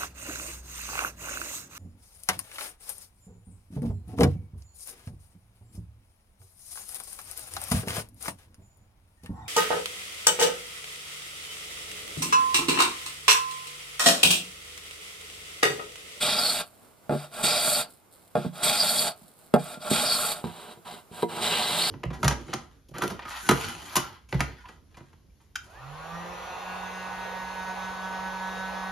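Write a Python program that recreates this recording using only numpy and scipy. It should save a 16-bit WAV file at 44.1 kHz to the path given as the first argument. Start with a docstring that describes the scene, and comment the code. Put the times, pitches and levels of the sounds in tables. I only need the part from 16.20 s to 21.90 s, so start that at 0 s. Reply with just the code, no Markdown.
"""A tearing rasp with a bright hiss and short squeals: a hand plane's iron is already cutting the edge of a board.
The plane comes back with a rustle of shavings, knocks down, rubs along on its sole and bites again.
Four strokes on one board, then a slower one on a second board, in a small quiet workshop.
Cutting is clumped random clicks (breaking fibres) through resonances of board, plane and iron, plus rough
noise tones for tearing and squealing; knocks are bouncing pulses that ring the same boards."""
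import sys
import numpy as np
from scipy import signal
from scipy.fft import rfft, irfft, next_fast_len
from scipy.io import wavfile

SR = 44100
rng = np.random.default_rng(int(sys.argv[2]) if len(sys.argv) > 2 else 0)


def log_audio(samples):
    """Write samples as a 16-bit WAV file to the path given in sys.argv[1]."""
    # one column per channel
    frames = np.atleast_2d(samples).T
    # limit to full scale, then quantise
    limited = np.clip(frames, -1, 1)
    pcm = np.round(limited * 32767).astype(np.int16)
    wavfile.write(sys.argv[1], SR, pcm)


N = 251370
TIME = np.arange(N) / SR
# Levels in all tables are relative: each layer's own trims are added on top.


def from_db(db):
    """Decibels to an amplitude factor."""
    return 10 ** (np.asarray(db) / 20)


def rms_one(x):
    """Scale to an rms of 1."""
    return x / np.sqrt(np.mean(x ** 2) + 1e-20)


def stereo(mid, side, width):
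    """Left and right share the middle and take the side with opposite signs."""
    return mid + width * side * np.array([[1], [-1]])


def progress(start, end):
    """Share of a movement done, 0 to 1."""
    return np.clip((TIME - start) / (end - start), 0, 1)


def envelope(start, end, attack_s, release_db_per_s):
    """Rises to 1, holds until the end, then dies away."""
    attack = np.clip((TIME - start) / attack_s, 0, 1)
    return attack * from_db(-release_db_per_s * np.maximum(TIME - end, 0))


def drift(rate):
    """Random wander of rms 1: noise smoothed twice at the given rate [Hz]."""
    # made at a tenth of the sample rate; the first 4000 steps let the smoother settle
    r = np.exp(-20 * np.pi * rate / SR)
    noise = rng.standard_normal(N // 10 + 4002)
    slow = signal.lfilter([1], [1, -2 * r, r * r], noise)[4000:]
    return np.interp(np.arange(N) / 10, np.arange(len(slow)), rms_one(slow))


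def colour(x, spectrum, size=4096):
    """Causal (minimum-phase) filter that follows a spectrum, interpolated over log frequency."""
    hz, db = np.transpose(spectrum)
    grid = np.maximum(np.arange(size // 2 + 1) * SR / size, 1)
    cepstrum = irfft(np.log(from_db(np.interp(np.log(grid), np.log(hz), db))))
    # folding the cepstrum forward in time gives minimum phase
    cepstrum[1:size // 2] *= 2
    cepstrum[size // 2 + 1:] = 0
    response = irfft(np.exp(rfft(cepstrum)))
    return signal.fftconvolve(np.atleast_2d(x), response[None], axes=1)[:, :N]


def resonate(x, modes, wander_db=0):
    """Parallel resonances; with a wander, each swells and fades as the contact point travels."""
    out = 0
    for hz, width, db in modes:
        r = np.exp(-np.pi * width / SR)
        poles = [1, -2 * r * np.cos(2 * np.pi * hz / SR), r * r]
        gain = from_db(db + wander_db * drift(3.5)) if wander_db else from_db(db)
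        out = out + gain * (1 - r * r) / 2 * signal.lfilter([1, 0, -1], poles, x + 1e-18)
    return out


def fibres(per_s, spread_db, clump_db, width):
    """Fibres catch and break as clicks of uneven size, in clumps; width is the part unlike in the two ears."""
    sizes = from_db(spread_db * np.minimum(rng.exponential(1, (2, N)), 4))
    sizes = sizes * rng.choice([-1, 1], (2, N))
    mid, side = sizes * (rng.random((2, N)) < per_s / SR)
    return rms_one(stereo(mid, side, width) * from_db(clump_db * drift(92)))


def rough_tone(hz, half_width_hz, width):
    """A band of noise, rms 1, centred on a moving pitch."""
    turn = np.exp(2j * np.pi * np.cumsum(hz) / SR)
    smoother = signal.butter(2, half_width_hz, fs=SR, output="sos")
    real, imag = signal.sosfilt(smoother, rng.standard_normal((2, 2, N)))
    mid, side = np.real((real + 1j * imag) * turn)
    return rms_one(stereo(mid, side, width))


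# Background spectrum of the shop: (frequency [Hz], level [dB])
ROOM_SPECTRUM = [(15, -33), (25, -26.5), (86, -8.5), (146, -9.5), (558, -12), (673, -9.5), (811, -14),
                 (1460, -16.5), (1910, -26), (2070, -21), (2430, -24.5), (5420, -28.5), (5880, -29),
                 (12400, -25), (15000, -31.5)]
ROOM_TONE_DB = -57.5


def room_tone(width=0.64, waver_db=1.5):
    """The quiet, dull background of the shop: coloured noise with a slowly wavering level."""
    mid, side = rng.standard_normal((2, N))
    noise = rms_one(colour(stereo(mid, side, width), ROOM_SPECTRUM))
    return from_db(ROOM_TONE_DB + waver_db * drift(4.9)) * noise


# Strokes of the cutting iron: (bite time [s], exit time [s], attack [s], board level [dB], rasp level [dB],
# hiss level [dB], fade [dB/s], late swell [dB], tearing pitch [Hz], squeal pitch [Hz])
CUT_STROKES = [(0.0, 0.41, 0.022, -28.5, -27.5, -37, 12.5, 7.5, 3200, 4500),
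               (1.227, 1.612, 0.016, -28.5, -28, -33, 8, 7.5, 3350, 4557),
               (2.422, 2.885, 0.022, -28.5, -29.5, -32.5, 9, 5.5, 3400, 4500),
               (3.697, 4.125, 0.0092, -29.5, -31.5, -34.5, 8.5, 5, 3150, 4430),
               (5.205, 5.9, 0.073, -33.5, -31.5, -41.5, -5.5, 5, 2950, 4020)]
# Harder grain where the iron bites louder: (time [s], half length [s], level [dB])
HARD_GRAIN_SPOTS = [(0.407, 0.022, 1), (1.273, 0.034, 0.5), (2.49, 0.11, 2.5), (3.768, 0.06, 4.5),
                    (5.247, 0.05, 6), (5.33, 0.03, 4)]
BITE_S = 0.075  # time scale of the iron's first surge
FASTEST_AT, FAST_SPAN = 0.74, 0.31  # where and how broadly the plane runs fastest, as shares of the stroke


def cut_gain(axis, bite_db, swell_share, grain_share, release_db_per_s):
    """Gain of one level column: a surge at the bite, a steady fade or growth, a speed swell, hard grain."""
    gain = 0
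    for row in CUT_STROKES:
        bite, end, attack_s, _, _, _, fade, swell_db, _, _ = row
        done = progress(bite, end)
        age = done * (end - bite)
        db = row[axis] + bite_db * np.exp(-(age / BITE_S) ** 2) - fade * age
        db = db + swell_share * swell_db * np.exp(-((done - FASTEST_AT) / FAST_SPAN) ** 2)
        gain = gain + from_db(db) * envelope(bite, end, attack_s, release_db_per_s)
    hardness_db = sum(db * np.sin(np.pi * progress(s - half, s + half)) ** 2
                      for s, half, db in HARD_GRAIN_SPOTS)
    return gain * from_db(grain_share * hardness_db)


def cut_pitch(axis):
    """One pitch column of the cuts, held through each stroke and gliding between strokes."""
    times = [s for row in CUT_STROKES for s in row[:2]]
    return np.interp(TIME, times, np.repeat([row[axis] for row in CUT_STROKES], 2))


# The sole slides without cutting: (start time [s], end time [s], level [dB], rise over the slide [dB],
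# hiss level above the rub [dB])
SOLE_SLIDES = [(0.894, 1.05, -45, -1, -1.5), (1.106, 1.215, -51, 16.5, 1), (2.148, 2.266, -46.5, -1, -5.5),
               (2.321, 2.42, -51.5, 14.5, -1.5), (3.375, 3.544, -47, 3, 1), (3.591, 3.683, -51.5, 15.5, 0),
               (4.139, 4.211, -41.5, -10.5, 3.5), (4.227, 4.528, -49.5, 1, -4),
               (4.644, 4.791, -44, -6.5, -4), (4.903, 5.022, -53, 9.5, 0.5), (5.078, 5.234, -43, 8, -4.5)]


def slide_gain(bright=False, arch_db=1.5, attack_s=0.027, release_db_per_s=380):
    """Gain of the sole's rub, or of its hiss: it follows the speed of the push, arched over a rise or fall."""
    gain = 0
    for start, end, db, rise_db, hiss_db in SOLE_SLIDES:
        done = progress(start, end)
        speed_db = rise_db * done + arch_db * (np.sin(np.pi * done) - .5)
        level = from_db(db + speed_db + bright * hiss_db)
        gain = gain + level * envelope(start, end, attack_s, release_db_per_s)
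    return gain


# Modes of each board with the plane on it: (frequency [Hz], width [Hz], level [dB])
FIRST_BOARD_MODES = [(146.6, 7.7, -1), (174.7, 8.3, 1), (218.7, 46, -0.5), (245, 9, -14), (357, 28, -10),
                     (399, 17.7, -7.5), (450.4, 46, -6), (488.5, 7, -24.5), (606.6, 29.8, 1.5),
                     (660, 34, -14.5), (688.7, 32, -3.5), (824.3, 17, -1.5), (980, 70, -47),
                     (1097, 79, -9.5), (1268, 50, -9.5), (1364, 33.6, -3), (1580, 43, -13.5),
                     (2060, 110, -4), (2428, 135, 4), (2732, 65, 1), (3360, 83, 9), (3730, 270, 2),
                     (4180, 160, -2), (4540, 184, 6.5)]
SECOND_BOARD_MODES = [(71.6, 20, -19), (114, 70, -3.5), (171, 6.9, 4.5), (225, 15, 3), (344.6, 14.4, -1),
                      (401, 38, 0.5), (459, 7.9, -5.5), (592, 39, -10), (723, 24.3, -4), (820, 75, -8),
                      (958, 15, 0), (1180, 190, -24), (1554, 37, -9.5), (2068, 31, 8.5), (2390, 220, 2.5),
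                      (2820, 290, -1.5), (3200, 280, 7), (3670, 145, 9), (3870, 78, 15.5), (4400, 200, -27)]
BOARD_CHANGE_S, BOARD_TOP_HZ = 4.21, 1800


def low(modes):
    """The bending modes of the board."""
    return [m for m in modes if m[0] < BOARD_TOP_HZ]


def high(modes):
    """The upper modes, mostly of the plane's body."""
    return [m for m in modes if m[0] >= BOARD_TOP_HZ]


def boards(force, part):
    """A blow goes into the low or high modes of whichever board is in the vice."""
    first = TIME < BOARD_CHANGE_S
    first_ring = resonate(force * first, part(FIRST_BOARD_MODES))
    return first_ring + resonate(force * ~first, part(SECOND_BOARD_MODES))


def per_board(first, second):
    """Steady sound, each version scaled to rms 1, from whichever board is in the vice."""
    return np.where(TIME < BOARD_CHANGE_S, rms_one(first), rms_one(second))


# Spectrum of the rubbing force: (frequency [Hz], level [dB])
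RUB_SPECTRUM = [(30, -31.5), (130, -11), (220, -7), (420, -8.5), (600, 1.5), (1000, -1), (1400, 2),
                (1900, -9.5), (3000, -1), (6000, -25)]


def board_drone(cut_db=0.0, slide_db=1.5, wander_db=1.8, direct_db=-19):
    """Cutting and sliding both shake the board's modes."""
    force = colour(fibres(per_s=5000, spread_db=2.0, clump_db=1.5, width=0.1), RUB_SPECTRUM)
    direct = from_db(direct_db) * force
    first = resonate(force, low(FIRST_BOARD_MODES), wander_db) + direct
    second = resonate(force, low(SECOND_BOARD_MODES), wander_db) + direct
    cut = cut_gain(axis=3, bite_db=-4.0, swell_share=-0.3, grain_share=1.0, release_db_per_s=328)
    return per_board(first, second) * (from_db(cut_db) * cut + from_db(slide_db) * slide_gain())


# Spectrum of the tearing fibres on each board: (frequency [Hz], level [dB])
FIRST_RASP_SPECTRUM = [(1000, -6.5), (1700, -24), (2500, 4.5), (3100, -31.5), (3700, 13), (4500, -7),
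                       (5300, -10), (6200, -7), (7500, -41.5)]
SECOND_RASP_SPECTRUM = [(1000, -12.5), (1800, -7), (2300, -14), (2800, -1), (3900, -3), (4700, -4.5),
                        (5400, -23), (6200, -14), (7500, -22)]
TEAR_RISE_HZ, TEAR_WANDER_HZ = 647.5, 150  # the tearing pitch rises in mid-stroke and wanders with the grain


def rasp(cut_db=0.0, slide_db=-4.5, ring_db=-1.0, direct_db=-3.5, tear_db=-8.5, wander_db=1.0):
    """Tearing fibres sound directly, through the plane's modes and in a broad resonance that moves."""
    force = fibres(per_s=7600, spread_db=1.5, clump_db=0.1, width=0.34)
    direct = per_board(colour(force, FIRST_RASP_SPECTRUM), colour(force, SECOND_RASP_SPECTRUM))
    shake = fibres(per_s=6000, spread_db=4.5, clump_db=1.5, width=0.063)
    ring = per_board(resonate(shake, high(FIRST_BOARD_MODES), wander_db),
                     resonate(shake, high(SECOND_BOARD_MODES), wander_db))
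    cut = cut_gain(axis=4, bite_db=0.5, swell_share=-0.41, grain_share=0.69, release_db_per_s=560)
    mid_stroke = sum(np.sin(np.pi * progress(bite, end)) ** 2 for bite, end, *_ in CUT_STROKES)
    tear_hz = cut_pitch(axis=8) + TEAR_RISE_HZ * mid_stroke + TEAR_WANDER_HZ * drift(5)
    tear = from_db(tear_db) * cut * rough_tone(tear_hz, half_width_hz=540, width=0.2)
    gain = from_db(cut_db) * cut + from_db(slide_db) * slide_gain()
    return gain * (from_db(direct_db) * direct + from_db(ring_db) * ring) + tear


# Spectrum of the finest breaks: (frequency [Hz], level [dB])
HISS_SPECTRUM = [(5000, -18.5), (6500, -12), (7100, -7), (7650, -5), (8300, -3), (8900, 0), (9700, -3),
                 (10800, -5), (12200, -8.5), (13700, -12), (15300, -22)]
# Ring of the iron's edge: (frequency [Hz], width [Hz], level [dB])
IRON_MODES = [(7820, 214, 11.5), (8320, 420, 17.5), (8930, 150, -7), (9540, 300, 6), (10550, 1200, -8.5),
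              (11780, 500, -1)]
# Broad hiss bands that swell and fade as the shaving curls: (frequency [Hz], width [Hz], level [dB])
SIZZLE_BANDS = [(7460, 800, 6.5), (8870, 750, -11), (9800, 720, -1.5), (11630, 1200, 8.5), (13200, 1200, 4)]


def hiss(cut_db=0.0, slide_db=-7.0, ring_db=-3.0, wander_db=1.0, sizzle_db=-6.0):
    """The finest breaks at the cutting edge make a bright, patchy hiss; the bite sets the iron ringing."""
    grains = fibres(per_s=14000, spread_db=-3.0, clump_db=0.0, width=0.57)
    grains = rms_one(colour(grains, HISS_SPECTRUM))
    iron_force = fibres(per_s=14000, spread_db=-1.0, clump_db=-0.5, width=0.27)
    ring = rms_one(resonate(colour(iron_force, HISS_SPECTRUM), IRON_MODES, wander_db))
    curl_force = fibres(per_s=3500, spread_db=3.5, clump_db=2.5, width=0.7)
    sizzle = rms_one(resonate(colour(curl_force, HISS_SPECTRUM), SIZZLE_BANDS, wander_db=3))
    slide = from_db(slide_db) * slide_gain(bright=True)
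    breaking = from_db(cut_db) * cut_gain(axis=5, bite_db=4, swell_share=0.97, grain_share=-0.2,
                                          release_db_per_s=622)
    ringing = cut_gain(axis=5, bite_db=9.5, swell_share=0.7, grain_share=0.1, release_db_per_s=600)
    sizzling = from_db(sizzle_db) * sizzle * breaking
    return grains * (breaking + slide) + sizzling + from_db(ring_db) * ring * (ringing + slide)


# Squeals of the curling shaving: (peak time [s], length [s], level [dB], pitch at the peak [Hz], glide [Hz/s])
SHAVING_SQUEALS = [(0.12, 0.091, -29, 4670, 602), (0.195, 0.069, -25, 4720, -4000),
                   (0.27, 0.13, -22.5, 4400, -800), (1.31, 0.1, -24.5, 4740, 601),
                   (1.385, 0.074, -28.5, 4750, -3000), (1.554, 0.063, -28, 4600, -500),
                   (2.606, 0.073, -21, 4732, -1200), (2.685, 0.053, -21, 4440, -500),
                   (2.785, 0.04, -24.5, 4546, -500), (3.881, 0.083, -23.5, 4780, -1500),
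                   (3.944, 0.098, -22.5, 4430, -2000), (5.35, 0.12, -29, 2852, 803.5),
                   (5.442, 0.052, -24, 4010, 502), (5.663, 0.18, -24, 4404, 1800)]


def squeal(db=-2.0, steady_db=-3.5, burst_db=3.5, halo_db=-2.0):
    """The shaving cracks across nearly evenly as it curls: a faint rough tone that breaks into squeals."""
    resting_hz = cut_pitch(axis=9)
    steady = cut_gain(axis=5, bite_db=-1, swell_share=0.5, grain_share=-0.4, release_db_per_s=385)
    steady = steady * rough_tone(resting_hz, half_width_hz=200, width=.2)
    gain, hz = 0, resting_hz
    for s, length, peak_db, peak_hz, glide in SHAVING_SQUEALS:
        gain = gain + from_db(peak_db) * np.sin(np.pi * progress(s - length / 2, s + length / 2))
        hz = np.where(abs(TIME - s) < length / 2, peak_hz + glide * (TIME - s), hz)
    core = rough_tone(hz, half_width_hz=97, width=0.18)
    halo = from_db(halo_db) * rough_tone(hz, half_width_hz=550, width=0.213)
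    squeals = gain * rms_one(core * from_db(burst_db * drift(64)) + halo)
    return from_db(db) * squeals + from_db(steady_db) * steady


def catches(per_s, decay_s, depth):
    """The iron catches in the grain: sudden surges that die away; a gain of rms 1."""
    jolts = (rng.random(N) < per_s / SR) * rng.uniform(.3, 1, N)
    surges = signal.lfilter([1], [1, -np.exp(-1 / (decay_s * SR))], jolts + 1e-18)
    return rms_one(1 + depth * surges)


# The plane is carried back, shavings rustling: (start time [s], end time [s], level [dB], fade [dB/s])
CARRIES_BACK = [(0.434, 0.88, -62, 51), (1.675, 1.8, -60.5, 112), (1.91, 2.117, -62.5, 47),
                (2.954, 3.28, -66.5, 8)]
# Shavings snapping: (time [s], level [dB])
SHAVING_SNAPS = [(1.703, -42), (1.7358, -45), (1.935, -45.5), (3.08, -43), (3.1892, -44), (3.2425, -48)]
# Spectrum of crinkling shavings, also of crushed wood: (frequency [Hz], level [dB])
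RUSTLE_SPECTRUM = [(700, 8.5), (2000, -20), (4200, 6), (6200, -10), (8300, 7.5), (12000, 5), (15000, -1.5)]


def shavings(rustle_db=7.0, snap_db=-7.5, scratch_db=-8.5, snap_s=0.012, size=4096):
    """Dry curls crinkle against the plane and under its sole; a few snap in short bursts of cracks."""
    crinkle = fibres(per_s=1100, spread_db=4.5, clump_db=2.5, width=.55)
    crinkle = rms_one(colour(crinkle, RUSTLE_SPECTRUM))
    snaps = np.zeros(N)
    decay = np.exp(-np.arange(size) / SR / snap_s)
    for s, db in SHAVING_SNAPS:
        at = round(s * SR)
        snaps[at:at + size] += from_db(db + snap_db) * rng.laplace(0, .5, size) * decay
    carried = 0
    for start, end, db, fade in CARRIES_BACK:
        level = from_db(db - fade * np.maximum(TIME - start, 0))
        carried = carried + level * envelope(start, end, attack_s=0.016, release_db_per_s=200)
    gain = from_db(rustle_db) * carried + from_db(scratch_db) * slide_gain(bright=True)
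    return gain * crinkle + colour(snaps, RUSTLE_SPECTRUM)


# The plane knocks and rocks on the edge: (time [s], level [dB], low corner of the blow [Hz],
# high corner of the blow [Hz], gap between bounces [s], loss per bounce [dB])
PLANE_KNOCKS = [(0.895, -22, 170, 770, 0.014, -0.1), (1.2375, -22.5, 170, 300, 0.0145, 18),
                (2.1542, -20, 141, 950, 0.0143, 4), (2.248, -24.5, 150, 420, 0.016, 10),
                (2.263, -25, 91, 234, 0.019, 8.5), (2.431, -33.5, 126.2, 303, 0.015, 29.5),
                (3.015, -43.5, 261, 239, 0.027, 2.5), (3.3404, -10, 376, 790, 0.021, 8),
                (3.573, -36.5, 296.6, 437, 0.015, 17), (3.714, -14, 150, 360, 0.018, 12),
                (4.2414, -29, 130, 1020, 0.016, 10.5), (4.254, -27, 150, 212, 0.014, 5),
                (4.573, -44, 200, 440, 0.015, 22), (4.914, -40, 120, 256, 0.015, 25),
                (5.03, -18, 480, 600, 0.015, 21)]
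# A corner of the sole clicks on the edge just before a knock: (time [s], level [dB])
SOLE_SNAGS = [(3.339, -23.5), (5.024, -29)]
SNAG_LOW_HZ, SNAG_HIGH_HZ = 1430, 1890
TOUCHES, BOUNCE_DULLING = 5, 0.86  # touches per knock; share of the high corner kept at each


def blows():
    """Every contact as (s, dB, low Hz, high Hz): knocks bounce, duller each time; snags are single and hard."""
    contacts = []
    for s, db, low_hz, high_hz, gap_s, loss_db in PLANE_KNOCKS:
        for k in range(TOUCHES):
            contacts.append((s + k * gap_s, db - k * loss_db, low_hz, high_hz * BOUNCE_DULLING ** k))
    return contacts + [(s, db, SNAG_LOW_HZ, SNAG_HIGH_HZ) for s, db in SOLE_SNAGS]


# The bench thuds under a knock: (frequency [Hz], width [Hz], level [dB])
BENCH_MODES = [(61, 20, -28.5), (106, 25, -30)]


def knocks(board_db=48, plane_db=32, crack_db=-14, crack_s=0.0071, pulse_db=-2.0,
           rattle=0.056, rattle_s=0.0091, size=4096):
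    """Each blow is a soft pulse and a brief rattle as the sole settles on the edge."""
    force, crack, age = np.zeros(N + size), np.zeros(N + size), np.arange(size) / SR
    contacts = blows()
    for (s, db, low_hz, high_hz), chance in zip(contacts, rng.standard_normal((len(contacts), size))):
        blow = from_db(pulse_db) * (age == 0) + rattle * chance * np.exp(-age / rattle_s)
        contact = np.vstack([signal.butter(1, low_hz, "high", fs=SR, output="sos"),
                             signal.butter(2, high_hz, fs=SR, output="sos")])
        at = round(s * SR)
        force[at:at + size] += from_db(db) * signal.sosfilt(contact, blow)
        # the harder the contact, the louder the crack of crushed wood
        crack_gain = from_db(db + crack_db) * (high_hz / BOARD_TOP_HZ) ** 2
        crack[at:at + size] += crack_gain * chance * np.exp(-age / crack_s)
    force, crack = force[:N], crack[:N]
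    thud = boards(force, low) + resonate(force, BENCH_MODES)
    plane = boards(force, high)
    return from_db(board_db) * thud + from_db(plane_db) * plane + colour(crack, RUSTLE_SPECTRUM)


SHOP_T60_S = 0.1


def workshop(x, wet_db=-12, first_echo_s=0.00502, size=16384):
    """Bench and near walls return a short dense tail, different at each ear."""
    age = np.arange(size) / SR
    tail = rng.standard_normal((2, size)) * from_db(-60 * age / SHOP_T60_S) * (age > first_echo_s)
    tail /= np.sqrt(np.sum(tail ** 2, axis=1, keepdims=True))
    return x + from_db(wet_db) * signal.fftconvolve(x, tail, axes=1)[:, :N]


def scene(grain_db=0.57):
    """The grain of the wood makes the whole stroke flutter together."""
    cutting = (rasp() + hiss() + squeal()) * catches(per_s=70, decay_s=0.008, depth=0.35)
    stroke = (board_drone() + cutting) * from_db(grain_db * drift(8))
    return workshop(stroke + shavings() + knocks()) + room_tone()


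# Level balance of the microphone pair: (frequency [Hz], left minus right [dB])
MIC_LEAN = [(60, -2), (99, -1), (160, -2), (270, -4.5), (450, 2), (740, -3.5), (1220, -1.5), (2010, -1),
            (3330, -0.5), (5500, 0), (9080, -1.5), (15000, -7.5)]
# Phase of the microphone pair: (frequency [Hz], lead of the left [rad])
MIC_LEAD = [(30, 0), (800, 0.45), (1250, 1), (1700, 0.77), (4900, 0.0), (5500, 1.07), (6460, 3.1),
            (7000, 6), (9650, 7), (11400, 7.5), (13000, 8.5), (15200, 7)]
CUTOFF_HZ = 15300


def record(dry):
    """The two microphones differ in level and phase; the top is cut."""
    size = next_fast_len(N + 4096, True)
    log_hz = np.log(np.maximum(np.fft.rfftfreq(size, 1 / SR), 1))
    lean_hz, lean_points = np.transpose(MIC_LEAN)
    lead_hz, lead_points = np.transpose(MIC_LEAD)
    lean_db = np.interp(log_hz, np.log(lean_hz), lean_points)
    lead = np.interp(log_hz, np.log(lead_hz), lead_points)
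    half = np.array([[.5], [-.5]])  # each side takes half the difference
    pair = from_db(half * lean_db) * np.exp(1j * half * lead)
    heard = irfft(rfft(dry, size) * pair, size)[:, :N]
    return signal.sosfilt(signal.ellip(10, .1, 90, CUTOFF_HZ, fs=SR, output="sos"), heard)


dry = scene()
out = record(dry)
log_audio(out)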